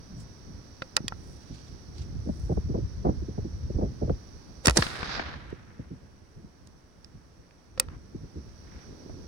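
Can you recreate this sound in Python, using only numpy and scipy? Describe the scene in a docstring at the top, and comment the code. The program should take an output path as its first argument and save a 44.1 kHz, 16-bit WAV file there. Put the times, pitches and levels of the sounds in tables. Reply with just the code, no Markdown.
"""Flintlock shot in the woods

A flintlock is cocked, aimed and fired right beside a small stereo microphone, then drawn to half cock.
The flint scrapes the frizzen, which rattles open; the priming fizzes, and a tenth of a second later the
charge goes off and rolls back from the trees. Wind buffets the microphone, most of all during the aim;
a hand bumps it, and a sleeve brushes the stock over a faint wash of air and hiss."""
import sys
import numpy as np
from scipy import signal
from scipy.fft import rfft, irfft, next_fast_len
from scipy.io import wavfile
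from scipy.ndimage import uniform_filter1d

SR = 44100
rng = np.random.default_rng(int(sys.argv[2]) if len(sys.argv) > 2 else 0)


def master(y):
    """Save y as 16-bit WAV."""
    cut = np.clip(np.atleast_2d(y).T, -1, 1)
    pcm = np.round(cut * 32767)  # scale
    wavfile.write(sys.argv[1], SR, pcm.astype(np.int16))


N = 408807
T = np.arange(N) / SR

# Tone of each noise layer. Each row: frequency in Hz, relative level in dB.
AIR_TONE = [(200, 13.5), (700, 3.5), (1700, -1.5), (3000, -11.5), (7000, -19), (11000, -20.5),
            (16000, -26.5)]
HISS_TONE = [(2500, -14), (4000, -5), (4700, -1), (5300, -2.5), (5850, 7), (6400, -11.5), (7200, -29),
             (16000, -27)]
WIND_TONE = [(20, -28.5), (45, -3.5), (68, 0), (160, -9.5), (330, -16.5), (520, -24.5), (1200, -66),
             (4000, -100)]
FLASH_TONE = [(200, -9), (500, 7), (1000, -5.5), (10000, -13.5), (16000, -29.5)]
CRACK_TONE = [(200, -4.5), (550, -2), (1000, -15), (1800, -1), (2700, -17.5), (4800, -4.5), (10000, -11.5),
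              (12000, -29.5), (16000, -32.5)]
ECHO_TONE = [(130, -9), (950, -8.5), (1620, -4.5), (2900, -14), (4700, -12.5), (7000, -30), (16000, -50)]
# Strength of the wind. Each row: time in seconds, relative level in dB.
WIND_CURVE = [(0.0, -51), (0.77, -55), (1.1, -49), (1.85, -50), (2.17, -32), (2.68, -37.5), (4.03, -39.5),
              (4.39, -55), (5.13, -45), (5.55, -51), (6.4, -54.5), (6.9, -63), (7.6, -61), (7.85, -46.5),
              (8.6, -54), (9.27, -47.5)]
# Wind puffs and hand bumps on the microphone. Each row: start in seconds, level in dB, length in seconds.
MIC_THUDS = [(0.082, -43, 0.16), (1, -33.5, 0.0029), (1.037, -38, 0.0092), (1.487, -40.5, 0.041),
             (2.256, -32.5, 0.027), (2.286, -25.5, 0.012), (2.492, -26.5, 0.017), (2.514, -25, .011),
             (2.568, -26.5, 0.009), (2.685, -31, 0.028), (2.74, -26, 0.016), (2.77, -30, 0.021),
             (3.041, -22.5, 0.036), (3.083, -23.5, 0.016), (3.216, -35.5, 0.014), (3.279, -33, 0.013),
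             (3.376, -27.5, 0.011), (3.439, -33.5, 0.022), (3.695, -31, 0.012), (3.736, -34.5, 0.045),
             (3.781, -27, 0.013), (3.805, -25, 0.036), (4.011, -26.5, 0.029), (4.073, -29.5, 0.015),
             (4.093, -24, 0.014), (5.524, -33.5, 0.0041), (5.789, -36, .012), (5.902, -37, 0.024),
             (6.432, -43.5, 0.02), (7.131, -46.5, 0.034), (8.141, -36.5, 0.015), (8.227, -38, 0.016),
             (8.349, -36.5, 0.032)]
# Touches on the stock. Each row: middle in seconds, level in dB, half-length in seconds, centre in Hz.
TOUCHES = [(0.207, -57.5, 0.035, 8000), (1.297, -68, 0.19, 9300), (1.585, -60, 0.23, 4600),
           (1.983, -46, 0.003, 4600), (1.999, -56, 0.062, 4630), (2.416, -67.5, 0.21, 9300),
           (4.097, -38, .0015, 1300), (5.504, -56, 0.0018, 6030), (6.673, -58, 0.004, 6930),
           (7.51, -55, 0.0015, 2600), (7.924, -55, .05, 1510), (8.77, -58, 0.16, 1740),
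           (9.053, -50.5, 0.33, 342), (9.099, -40, .005, 650)]
# Blows of cock, sear and frizzen. Each row: time in seconds, relative level in dB, corner in Hz,
# tilt in dB per octave, decay in ms, pitch of the struck part in Hz, its resonance in dB.
LOCK_BLOWS = [(0.8209, -18.5, 4200, -7, 2.2, 1400, 0.5), (0.967, -3, 6300, 0, 1.13, 4640, 2),
              (0.974, -22, 2300, -3.5, 3.7, 865, 7), (1.0815, -15, 5800, 1, 1.3, 3320, 11.5),
              (1.1230, -21.5, 1500, -6.5, 2.3, 1370, -7), (4.6578, -5, 7500, -1, 0.92, 5550, 9),
              (4.6707, -1.5, 9970, -1.5, .75, 6340, 4.5), (4.682, 1, 8500, -6.5, 0.94, 1866, 5.5),
              (4.686, -9.5, 2800, -1.5, 1.3, 2235, 2.5), (4.697, -8.5, 9500, -4.5, 1, 6415, -6),
              (4.7088, -15.5, 8500, -3, .8, 6300, -1), (7.0458, -35, 4760, 3.5, 0.89, 5270, 18.5),
              (7.777, -33.5, 5000, -5.5, 3.4, 1285, -13.5), (7.7987, -0.5, 12000, 1, 0.93, 8390, 2.5),
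              (7.886, -29, 4500, -9, 1.3, 1310, 4)]
# Ring of the lock plate and springs. Each row: pitch in Hz, resonance in dB, t60 in seconds.
PLATE_MODES = [(1364, 7, 0.028), (1890, 4.5, .028), (2500, 4.5, 0.034), (3950, -2.5, 0.016),
               (4570, 1.5, 0.027), (5200, -2.5, 0.047), (6160, -6, 0.023), (8040, -8, .008),
               (9200, 0, 0.0063)]
# Knocks in the wooden stock. Each row: start in seconds, level in dB.
STOCK_KNOCKS = [(0.823, -39), (0.971, -36), (7.777, -36.5), (7.801, -31.5)]
# The flint scrapes, then the vent jets around the report. Each row: peak in seconds, level in dB.
SCRAPE_AND_JETS = [(4.656, -28.5), (4.764, -29), (4.79, -38.5)]
# Blasts of air from pan and muzzle. Each row: start in seconds, level in dB, first and last pitch
# in Hz, decay in seconds.
AIR_BLASTS = [(4.6702, -13.5, 398, 67, 0.022), (4.68, -14.5, 105, 57.4, 0.033),
              (4.768, -13.5, 440, 246, 0.011), (4.784, -13, 294.3, 58.4, .019)]
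# The report. Each row: start in seconds, relative level in dB, length in ms, left over right in dB.
MUZZLE_CRACK = [(4.7705, -5.5, 5.8, -1)]
# Echoes off the ground, then trunks. Each row: start in seconds, relative level in dB, rise in ms,
# left over right in dB.
SINGLE_ECHOES = [(4.7775, -14.5, 1.8, 2), (4.822, -9, 2.2, 2.5), (4.866, -15, 1.1, 6), (5.029, -17, 1.8, 8),
                 (5.183, -23, 1.8, 0), (5.1945, -15, 2.3, 4.5)]
# Likeness of the noise at the two microphone ports. Each row: frequency in Hz, correlation.
PORT_LIKENESS = [(60, 0.44), (250, 0.65), (700, 0.092), (6000, 0.089), (7500, 0.94)]
# Brightness of the right port. Each row: frequency in Hz, level over the left port in dB.
PORT_TILT = [(200, 0.5), (500, 4), (1000, 0), (2200, 0.5), (4000, 8), (5500, 14.5), (6400, 7.5),
             (7300, -0.5)]

SHOT_S = MUZZLE_CRACK[0][0]
SINCE_SHOT = T - SHOT_S
LEAD_S = 0.005  # room for a blow to build before its peak
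TOP_HZ = 16200


def amp(db):
    """Decibels to gain."""
    return 10 ** (np.asarray(db) / 20)


def unit(x):
    """Scales to rms 1."""
    return x / np.sqrt(np.mean(x ** 2) + 1e-20)


def read(points, hz):
    """Reads a table on a log-frequency axis."""
    f, value = np.transpose(points)
    return np.interp(np.log(hz + 1), np.log(f + 1), value)


def add(mix, s, sound):
    """Mixes a sound in at s seconds."""
    part = mix[:, max(round(s * SR), 0):][:, :sound.shape[1]]
    part += sound[:, :part.shape[1]]


def noise(tone, size=N):
    """Stereo noise of rms 1 with the given tone, partly alike at the two ports."""
    n = next_fast_len(size)
    hz = np.fft.rfftfreq(n, 1 / SR)
    left, other = np.exp(2j * np.pi * rng.random((2, len(hz))))
    alike = read(PORT_LIKENESS, hz)
    right = alike * left + np.sqrt(1 - alike ** 2) * other
    return unit(irfft(np.array([left, right]) * amp(read(tone, hz)), n)[:, :size])


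def flutter(hz, depth_db):
    """A random gain that wanders about hz times a second."""
    knots = np.arange(0, T[-1] + 1, 1 / hz)
    return amp(depth_db * np.interp(T, knots, rng.standard_normal(len(knots))))


def band(x, lo_hz, hi_hz):
    """Band-pass."""
    return signal.sosfilt(signal.butter(3, [lo_hz, hi_hz], "band", fs=SR, output="sos"), x)


def swell(peak_s, db, rise, fall):
    """A gain that climbs to its peak and dies away; slopes in dB per second."""
    return amp(db - np.maximum(rise * (peak_s - T), fall * (T - peak_s)))


def background(air_db=-54, hiss_db=-61.5, dip_db=-10.5, hold_s=2.96, recover_db_per_s=9.5):
    """A faint outdoor wash and right-leaning microphone hiss; both duck at the shot and creep back."""
    recovered_db = recover_db_per_s * np.maximum(SINCE_SHOT - hold_s, 0)
    duck_db = np.minimum(dip_db + recovered_db, 0) * (SINCE_SHOT > 0)
    wash = amp(air_db + 0.4 * duck_db) * noise(AIR_TONE)
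    hiss = amp(hiss_db + duck_db) * noise(HISS_TONE) * amp([[-5], [0]])
    return wash + hiss


def wind(rumble_hz=170, rush_limit_db=-44, cross_s=0.00045):
    """Lumpy rumble with a soft rush above it, reaching the right port first."""
    flow = noise(WIND_TONE)
    strength = amp(1.5 + np.interp(T, *np.transpose(WIND_CURVE))) * flutter(hz=26.35, depth_db=5.5)
    rumble = signal.sosfiltfilt(signal.butter(2, rumble_hz, fs=SR, output="sos"), flow)
    left, right = rumble * strength + (flow - rumble) * np.minimum(strength, amp(rush_limit_db))
    return np.array([np.interp(T - cross_s, T, left), right])


def mic_thuds(tilt_db_per_octave=-3.5, cross_s=0.00045, tail_db=-7, tail_s=0.062, size=16384):
    """Puffs of wind and bumps of the hand thud on the microphone, right port first, with a low tail."""
    out, t = np.zeros((2, N)), np.arange(size) / SR
    hz = np.fft.rfftfreq(size, 1 / SR) + 1
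    lag_cycles = 1.11 * np.log(hz + 20) + hz * np.array([[cross_s], [0]])  # the lows arrive late
    for s, db, length_s in MIC_THUDS:
        jostle = rng.standard_normal(size) + 0.44 * rng.standard_normal((2, size))
        progress = 2.2 * t / length_s
        push = rfft(jostle * (progress * np.exp(1 - progress)) ** 1.36)
        low_hz = 50 + 0.21 / length_s
        high_hz = 564 * 2 ** ((db + 27.5) / 12.5)  # a stronger thud reaches higher
        tone = amp(tilt_db_per_octave * np.log2(hz))
        tone /= np.hypot(1, (low_hz / hz) ** 3) * np.hypot(1, (hz / high_hz) ** 4)
        thud = unit(irfft(push * tone * np.exp(-2j * np.pi * lag_cycles)))
        thud *= np.sqrt((length_s + 0.0071) / t[-1])
        fade = np.exp(-np.maximum(t - length_s, 0) / min(tail_s, 2 * length_s))
        tail = noise(WIND_TONE, size) * np.minimum(t / length_s, 1) * fade
        add(out, s, amp(db) * (thud + amp(tail_db) * tail))
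    return out


def handling():
    """Sleeve and fingers brush the stock with a grainy rustle; the shortest touches are taps."""
    out = np.zeros((2, N))
    grain = unit(flutter(hz=180.3, depth_db=3))
    for s, db, half_s, hz in TOUCHES:
        t = np.arange(-2 * half_s, 2 * half_s, 1 / SR)
        tone = [(hz / 5, -18), (hz / 2, -4), (hz, 0), (2 * hz, -16), (16 * hz, -80)]
        cloth = noise(tone, size=2 * SR)[:, :len(t)]
        add(out, s + t[0], amp(db) * cloth * np.exp(-2 * (t / half_s) ** 2))
    return out * grain


def mode(t, hz, db, t60):
    """A dying ring whose gain at its own pitch is db."""
    fade = amp(-60 * t / t60)
    return amp(db) * 2 * fade / fade.sum() * np.cos(2 * np.pi * hz * t)


def tick(tone, force):
    """A burst of tiny impacts under a force curve, evened out to the given tone."""
    spectrum = rfft(noise([(0, 0), (SR, 0)], len(force)) * force)
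    spectrum /= np.sqrt(uniform_filter1d(abs(spectrum) ** 2, size=90, axis=1) + 1e-12)
    spectrum *= amp(read(tone, np.fft.rfftfreq(len(force), 1 / SR)))
    return unit(irfft(spectrum)) * np.sqrt(np.mean(force ** 2))


def blow(corner_hz, tilt_db, decay_ms, part_hz, part_db, rise_ms=0.18, rebound_s=0.00108, size=8192):
    """Steel strikes and rebounds once; the burst rings the lock plate and dies, duller, in the stock."""
    t = np.arange(size) / SR
    # spring tension and grip shift the modes from blow to blow
    ring = sum(mode(t, hz * rng.normal(1, .004), db, t60) for hz, db, t60 in PLATE_MODES)
    ring += mode(t, part_hz, part_db, t60=0.011)
    hz = np.geomspace(50, SR / 2, 40)
    octaves = np.log2(hz / corner_hz)
    bass_cut_db = 6 * np.maximum(np.log2(1310 / hz), 0)
    tone_db = tilt_db * octaves - 17.5 * np.maximum(octaves, 0) - bass_cut_db
    ms = 1000 * (t - LEAD_S)
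    force = np.exp(np.minimum(ms / rise_ms, -ms / decay_ms))
    stock = noise(np.c_[hz, tone_db - 9 * octaves], size) * (ms > 0) * np.exp(-t / 0.022)
    strike = tick(np.c_[hz, tone_db], force) * (t < t[-1] / 2)
    # the light second contact holds only treble
    rebound = signal.sosfiltfilt(signal.butter(2, 3200, "high", fs=SR, output="sos"), strike)
    burst = strike + amp(-4) * np.roll(rebound, round(rebound_s * SR), axis=1) + amp(-32) * stock
    steel = burst + signal.fftconvolve(burst, ring[None], axes=1)[:, :size]
    return steel * np.linalg.norm(force) / np.linalg.norm(steel[0])


def lock(trim_db=-4, stock_hz=523.5, stock_t60=0.082):
    """The cock clicks back and falls, the frizzen rattles open; cocking also knocks in the stock."""
    out, t = np.zeros((2, N)), np.arange(SR // 4) / SR
    for s, db, *contact in LOCK_BLOWS:
        add(out, s - LEAD_S, amp(db + trim_db) * blow(*contact))
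    for s, db in STOCK_KNOCKS:
        add(out, s, amp(db - 60 * t / stock_t60) * np.sin(2 * np.pi * stock_hz * t)[None])
    return out


def ignition(start_s=4.652, end_s=4.77, burn_db=-49):
    """The flint scrapes down the frizzen, then the priming fizzes; the vent jets around the report."""
    burn = amp(burn_db) * (T > start_s) * (T < end_s)
    swells = sum(swell(s, db, rise=1597, fall=698.5) for s, db in SCRAPE_AND_JETS)
    return noise(FLASH_TONE) * np.hypot(burn, swells)


def thumps(glide_s=0.01, attack_s=0.0016, roughness=0.4, size=8192):
    """A turbulent push of air swings each diaphragm, fast at first and then slower."""
    out, t = np.zeros((2, N)), np.arange(size) / SR
    for s, db, first_hz, last_hz, decay_s in AIR_BLASTS:
        eddies = roughness * unit(band(rng.standard_normal((2, size)), 80, 963))
        hz = (last_hz + (first_hz - last_hz) * np.exp(-t / glide_s)) * (1 + eddies)
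        fade = np.exp(-t / decay_s)
        swing = np.sin(2 * np.pi * np.cumsum(hz, axis=1) / SR) + eddies * fade
        add(out, s, amp(db) * swing * (1 - np.exp(-t / attack_s)) * fade)
    return out


def shot(trim_db=-9, attack_ms=0.28, decay_ms=0.9, loss_db_per_hz_s=0.0098, size=4096):
    """The charge cracks; the ground and near trunks slap it back, duller the longer the path."""
    out, ms = np.zeros((2, N)), 1000 * np.arange(size) / SR
    sides = np.array([[0.5], [-0.5]])
    for s, db, length_ms, pan_db in MUZZLE_CRACK:
        blast = np.minimum(ms / attack_ms, 1) * np.exp(-np.maximum(ms - length_ms, 0) / decay_ms)
        add(out, s, amp(db + trim_db + pan_db * sides) * noise(CRACK_TONE, size) * blast)
    for s, db, rise_ms, pan_db in SINGLE_ECHOES:
        slap = ms / rise_ms * np.exp(1 - ms / rise_ms)
        dulled = [(hz, tone_db - loss_db_per_hz_s * hz * (s - SHOT_S)) for hz, tone_db in ECHO_TONE]
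        add(out, s, amp(db + trim_db + pan_db * sides) * noise(dulled, size) * slap)
    return out


def woods(tree_line_s=0.43):
    """Countless small echoes merge into a grainy roll that swells again when the tree line answers."""
    def fading(db, db_per_s):
        return amp(db - db_per_s * abs(SINCE_SHOT))

    scatter = noise(ECHO_TONE) * flutter(hz=269.6, depth_db=2) * flutter(hz=54.7, depth_db=1)
    answer_s = SHOT_S + tree_line_s
    near, far = fading(-46, 34.5), fading(-47.5, 15.5)
    low_answer = swell(answer_s, -36, rise=12.5, fall=65)
    high_answer = swell(answer_s - 0.073, -40.5, rise=68.5, fall=78)
    body = unit(band(scatter, 90, 2876)) * np.sqrt(near ** 2 + far ** 2 + low_answer ** 2)
    crackle = unit(band(scatter, 3700, 6500)) * np.hypot(fading(-36.5, 63), high_answer)
    fizz = unit(band(scatter, 8300, TOP_HZ)) * fading(-42, 84)  # distance takes the treble first
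    return (body + crackle + fizz) * np.interp(SINCE_SHOT, [.006, .014, 1.1, 1.8], [0, 1, 1, 0])


def scene():
    """Rifle, woods and weather."""
    rifle = lock() + ignition() + shot()
    return rifle + woods() + thumps() + wind() + mic_thuds() + handling() + background()


def record(dry, port_hz=12600, port_width_hz=1700):
    """The right port is brighter; near resonance the ports swing against each other; peaks soft-clip."""
    hz = np.fft.rfftfreq(N, 1 / SR)
    tilt_db = read(PORT_TILT, hz)
    lag = np.exp(-1j * np.pi * np.exp(-((hz - port_hz) / port_width_hz) ** 2))
    ports = irfft(rfft(dry) * np.array([amp(-tilt_db / 2) * lag, amp(tilt_db / 2)]), N)
    low_pass = signal.firwin(511, TOP_HZ, window=("kaiser", 9), fs=SR)
    return signal.oaconvolve(np.tanh(ports), low_pass[None], "same")


dry = scene()
out = record(dry)
master(out)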